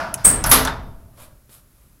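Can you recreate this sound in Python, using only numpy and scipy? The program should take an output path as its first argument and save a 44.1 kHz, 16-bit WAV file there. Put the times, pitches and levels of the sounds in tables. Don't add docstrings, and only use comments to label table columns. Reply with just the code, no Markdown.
import sys
import numpy as np
from scipy import signal
from scipy.fft import rfft, irfft
from scipy.io import wavfile
from scipy.ndimage import uniform_filter1d

SR = 44100
rng = np.random.default_rng(int(sys.argv[2]) if len(sys.argv) > 2 else 0)


def transcribe(u):
    v = np.clip(np.atleast_2d(u).T, -1, 1)
    q = np.round(v * 32767).astype(np.int16)
    wavfile.write(sys.argv[1], SR, q)


N = 88200

# f/Hz, t60/s
GARAGE_T60 = [(60, 1.4), (160, .95), (420, 0.68), (1000, 0.5), (1600, 0.4), (3000, .42), (6000, .37),
              (9000, 0.33), (15000, .25)]

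# t/s, level/dB, tilt/(dB/octave), ring stretch/ratio
KNOCKS = [(0.0, -24, 0.5, 1.25), (.175, -40.5, 4.5, 2.8), (.441, -22, 3, 1.9), (.652, -28, 0, .75)]
# f/Hz, density/(dB per Hz)
TRACK_COLOUR = [(59, -44.5), (100, -13), (192, -11), (482, -20), (660, -1), (764, -10.5), (1460, -7.5),
                (1880, -18), (3920, -30), (5040, -25.5), (7670, -42), (11400, -39.5), (15000, -55.5)]
# f/Hz, level/dB
TRACK_MODES = [(655, -17), (886, -14), (955, -13), (1250, -19.5), (1395, -15), (1510, -18), (1680, -19)]
KNOCK_RISE_S = 0.0011
MODE_SPREAD = 0.011

# t/s, level/dB
RUMBLE_LEVEL = [(0, -41), (.24, -40), (.275, -25), (0.419, -29), (.48, -22), (.64, -26), (.76, -34.5),
                (.88, -36), (1.0, -45.5), (1.2, -48), (1.5, -55.5), (1.8, -54.5), (2.0, -54)]
# f/Hz, density/(dB per Hz)
PANEL_COLOUR = [(4, -20), (18, -3), (28, 0), (45, 5), (65, -0.5), (115, -1.5), (170, -8), (260, -14.5),
                (450, -25.5), (1000, -46), (3000, -80.5)]

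# f/Hz, density/(dB per Hz)
HISS_COLOUR = [(60, -1), (150, -3), (300, -8), (600, -17.5), (1200, -14.5), (3200, -23), (7000, -21),
               (9000, -20.5), (11400, -13), (13500, -19), (15500, -22)]
HISS_DB = -59.5

# t/s, level/dB, tilt/(dB/octave), ping f/Hz, ping level/dB, ping t60/s
CLICKS = [(0.1413, -14, -1, 2570, -33.5, 0.054), (0.4401, -12.5, -2.5, 5400, -23, .08),
          (.6502, -18, 0.5, 5250, -25, 0.045), (0.6731, -31, -1.5, 3500, -22.5, 0.042)]
# f/Hz, density/(dB per Hz)
CLICK_COLOUR = [(300, -27.5), (1500, -22), (2500, -16), (3500, -13), (4600, -19.5), (6000, -0.5),
                (8000, -4.5), (10800, 3), (12500, -10), (15500, -14.5)]
CLICK_T60_S, CLICK_TAIL_DB, CLICK_TAIL_T60_S = 0.016, -16.5, 0.093
PING_SKIRT_DB = -22

# t/s, level/dB, rise/s
CLANGS = [(0.2407, -37.5, .002), (0.2449, -3.5, .008)]
# f/Hz, density/(dB per Hz)
FITTING_COLOUR = [(2500, -54), (5000, -34.5), (7200, -26), (7900, -13), (8400, -3), (8900, -10.5),
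                  (9900, -15), (10800, -20.5), (13000, -27), (15500, -22.5)]
# f/Hz, t60/s
FITTING_DECAY = [(4000, .37), (8400, .28), (14000, .23)]
# f/Hz, level/dB
FITTING_MODES = [(6918, -24), (8030, -15), (8325, -10), (8393, -1.5), (8465, -4), (8540, -12.5),
                 (8780, -15.5), (8890, -13), (9024, -15), (9378, -18), (10130, -19)]
FITTING_T60_S, FITTING_SPREAD = 0.27, 0.003
# t/s, level/dB, rise/s
JOLT = (.245, -21, 0.00377)
# f/Hz, density/(dB per Hz)
JOLT_COLOUR = [(100, -5.5), (250, 1.5), (340, -3.5), (700, -3.5), (1700, -4), (3000, -15), (6000, -21),
               (15000, -47)]
JOLT_STRETCH = 1.61

# t/s, level/dB, rise/s
BANG = (.5125, -9, 0.0023)
# f/Hz, density/(dB per Hz)
BANG_COLOUR = [(60, -9), (200, -7.5), (260, 0.5), (340, -6), (440, 0.5), (740, -1.5), (950, 4), (1400, 2),
               (2600, -4), (3700, -2), (6000, -4.5), (8500, -11), (15500, -15.5)]
# f/Hz, t60/s
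BANG_DECAY = [(60, 0.51), (300, .6), (1000, .52), (2000, 0.45), (3500, 0.4), (6000, 0.37), (9000, 0.23),
              (15000, 0.26)]
# f/Hz, level/dB, t60/s
BRACKET_MODES = [(260.6, -12.5, 0.51), (434, -13.5, .5), (1184, -13, .45), (1986, -17, 0.46),
                 (3620, -17.5, 0.52), (3960, -21, 0.39), (6250, -21, .36)]
# t/s, level/dB, rise/s, ring stretch/ratio
JANGLES = [(.458, -12, 0.011, 0.38), (.490, -15, .008, 1), (0.5126, -4.5, 0.0039, 0.91)]
# f/Hz, density/(dB per Hz)
HARDWARE_COLOUR = [(3000, -45), (8500, -18.5), (9800, -10), (11000, -1.5), (12000, -9), (13300, -13),
                   (14200, -18.5), (16000, -30)]
# f/Hz, level/dB, t60 before stretch/s
HARDWARE_MODES = [(10920, -15, .23), (11050, -16.5, 0.25), (11170, -15, .21), (11600, -13, 0.25),
                  (12700, -19.5, .19), (13500, -19.5, .17)]
HARDWARE_BASE_T60_S = 0.27

# t/s, level/dB
CLANKS = [(.652, -23), (.675, -20)]
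# f/Hz, density/(dB per Hz)
CLANK_COLOUR = [(200, -17), (740, -5.5), (930, 6), (1100, -1), (1500, 5), (2400, -12.5), (3500, -10.5),
                (5200, -18.5), (9000, -23.5), (15500, -42)]
CLANK_RISE_S, CLANK_T60_S, CLANK_ROOM_DB = 0.00049, 0.14, -7.5

# peak t/s, level/dB, rise sigma/s, fall sigma/s, tilt/(dB/octave)
SCUFFS = [(1.132, -55.5, 0.0071, .014, -4), (1.222, -45.5, 0.031, 0.028, -1),
          (1.533, -48.5, 0.021, 0.038, 1.5), (1.80, -64, .08, 0.11, 0)]
# f/Hz, density/(dB per Hz)
SCUFF_COLOUR = [(200, -5), (450, -9.5), (570, 8.5), (750, -2), (1200, 2.5), (2000, -5.5), (4600, -4.5),
                (6200, -8), (11000, 2), (13500, -1.5), (15500, -15)]
SCUFF_GRAIN_DB, SCUFF_ROOM_DB = 1.5, -6
# t/s, level/dB, f/Hz, t60/s
BUMPS = [(1.175, -48.5, 577, 0.24), (1.492, -47, 299.5, 0.1)]
BUMP_RISE_S = 0.0017

FULL_SCALE = 0.89
EDGE_HZ = 15900


def amp(db):
    return 10 ** (np.asarray(db) / 20)


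def evened(x):
    return x / np.sqrt(np.mean(x ** 2) + 1e-20)


def read(points, hz):
    f, value = np.transpose(points)
    return np.interp(np.log(hz + 1), np.log(f + 1), value)


def add(mix, start_s, sound):
    part = mix[max(round(start_s * SR), 0):]
    part += sound[:len(part)]


def clock():
    return np.arange(N) / SR


def fade(t60_s):
    return np.exp(-np.log(1000) * clock() / max(t60_s, 1e-3))


def noise(colour, tilt_db=0):
    hz = np.fft.rfftfreq(N, 1 / SR)
    gain = amp(read(colour, hz) + tilt_db * np.log2(hz + 1))
    return evened(irfft(rfft(rng.standard_normal(N)) * gain, N))


def dying(x, decay, stretch=1, count=14):
    hz = np.fft.rfftfreq(N, 1 / SR)
    centres = np.geomspace(60, 16000, count)
    spectrum = rfft(x)
    out = np.zeros(N)
    for centre, weights in zip(centres, np.eye(count)):
        band = irfft(spectrum * read(np.c_[centres, weights], hz), N)
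        out += band * fade(stretch * read(decay, centre))
    return out


def partials(modes, spread, count=4):
    out, t = np.zeros(N), clock()[:SR]
    for hz, db, t60_s in modes:
        cluster = np.zeros(SR)
        for u, phase in rng.random((count, 2)):
            detuned_hz = hz * (1 + spread * (2 * u - 1))
            cluster += np.sin(2 * np.pi * (detuned_hz * t + phase))
        out[:SR] += amp(db) * fade(t60_s)[:SR] * evened(cluster)
    return out


def struck(start_s, db, rise_s, ring):
    out = np.zeros(N)
    attack = np.minimum(clock() / max(rise_s, 1e-4), 1)
    add(out, start_s, amp(db) * attack * ring)
    return out


def rollers():
    out = np.zeros(N)
    for start_s, db, tilt_db, stretch in KNOCKS:
        modes = [(hz, level, stretch * read(GARAGE_T60, hz)) for hz, level in TRACK_MODES]
        ring = dying(noise(TRACK_COLOUR, tilt_db), GARAGE_T60, stretch)
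        ring += partials(modes, 2 * MODE_SPREAD, count=7)
        out += struck(start_s, db, KNOCK_RISE_S, ring)
    return out


def panels():
    return noise(PANEL_COLOUR) * amp(np.interp(clock(), *np.transpose(RUMBLE_LEVEL)))


def hiss():
    return amp(HISS_DB) * noise(HISS_COLOUR)


def clicks():
    out = np.zeros(N)
    shape = fade(CLICK_T60_S) + amp(CLICK_TAIL_DB) * fade(CLICK_TAIL_T60_S)
    for start_s, db, tilt_db, hz, ping_db, ping_t60_s in CLICKS:
        ping_colour = [(hz / 4, -40), (hz / 1.2, PING_SKIRT_DB), (hz, 0),
                       (hz * 1.5, PING_SKIRT_DB), (hz * 4, -40)]
        out += struck(start_s, db, 0, noise(CLICK_COLOUR, tilt_db) * shape)
        out += struck(start_s, ping_db, 0, noise(ping_colour) * fade(ping_t60_s))
    return out


def fitting():
    out = struck(*JOLT, dying(noise(JOLT_COLOUR), GARAGE_T60, JOLT_STRETCH))
    modes = [(hz, db, FITTING_T60_S) for hz, db in FITTING_MODES]
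    for start_s, db, rise_s in CLANGS:
        ring = dying(noise(FITTING_COLOUR), FITTING_DECAY) + partials(modes, FITTING_SPREAD)
        out += struck(start_s, db, rise_s, ring)
    return out


def bang():
    ring = dying(noise(BANG_COLOUR), BANG_DECAY)
    return struck(*BANG, ring + partials(BRACKET_MODES, MODE_SPREAD, count=6))


def jangles():
    out = np.zeros(N)
    for start_s, db, rise_s, stretch in JANGLES:
        modes = [(hz, level, t60_s * stretch) for hz, level, t60_s in HARDWARE_MODES]
        ring = noise(HARDWARE_COLOUR) * fade(HARDWARE_BASE_T60_S * stretch)
        out += struck(start_s, db, rise_s, ring + partials(modes, MODE_SPREAD))
    return out


def clanks():
    out = np.zeros(N)
    for start_s, db in CLANKS:
        contact = noise(CLANK_COLOUR) * fade(CLANK_T60_S)
        room = amp(CLANK_ROOM_DB) * dying(noise(CLANK_COLOUR, tilt_db=-4), GARAGE_T60)
        out += struck(start_s, db, CLANK_RISE_S, contact + room)
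    return out


def scuffs():
    out = np.zeros(N)
    for peak_s, db, rise_s, fall_s, tilt_db in SCUFFS:
        t = clock() - peak_s
        swell = np.exp(-(t / np.where(t < 0, rise_s, fall_s)) ** 2 / 2)
        wander = evened(uniform_filter1d(rng.standard_normal(N), size=90))
        grain = evened(amp(SCUFF_GRAIN_DB * wander))
        out += amp(db) * swell * grain * noise(SCUFF_COLOUR, tilt_db)
    room = dying(noise([(100, -5), (1400, -5.5), (4000, -10), (15000, -11.5)]), GARAGE_T60)
    room /= np.linalg.norm(room)
    out += amp(SCUFF_ROOM_DB) * signal.fftconvolve(out, room)[:N]
    for start_s, db, hz, t60_s in BUMPS:
        bump = noise([(hz / 2, -16), (hz, 0), (hz * 2, -14), (15000, -34)]) * fade(t60_s)
        out += struck(start_s, db, BUMP_RISE_S, bump)
    return out


def scene():
    rolling = rollers() + panels() + hiss()
    impacts = clicks() + fitting() + bang() + jangles() + clanks()
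    return (rolling + impacts + scuffs())[None]


def record(dry):
    clipped = np.clip(dry, -FULL_SCALE, FULL_SCALE)
    lowpass = signal.firwin(511, EDGE_HZ, window=("kaiser", 8), fs=SR)
    return signal.oaconvolve(clipped, lowpass[None], "same")


dry = scene()
out = record(dry)
transcribe(out)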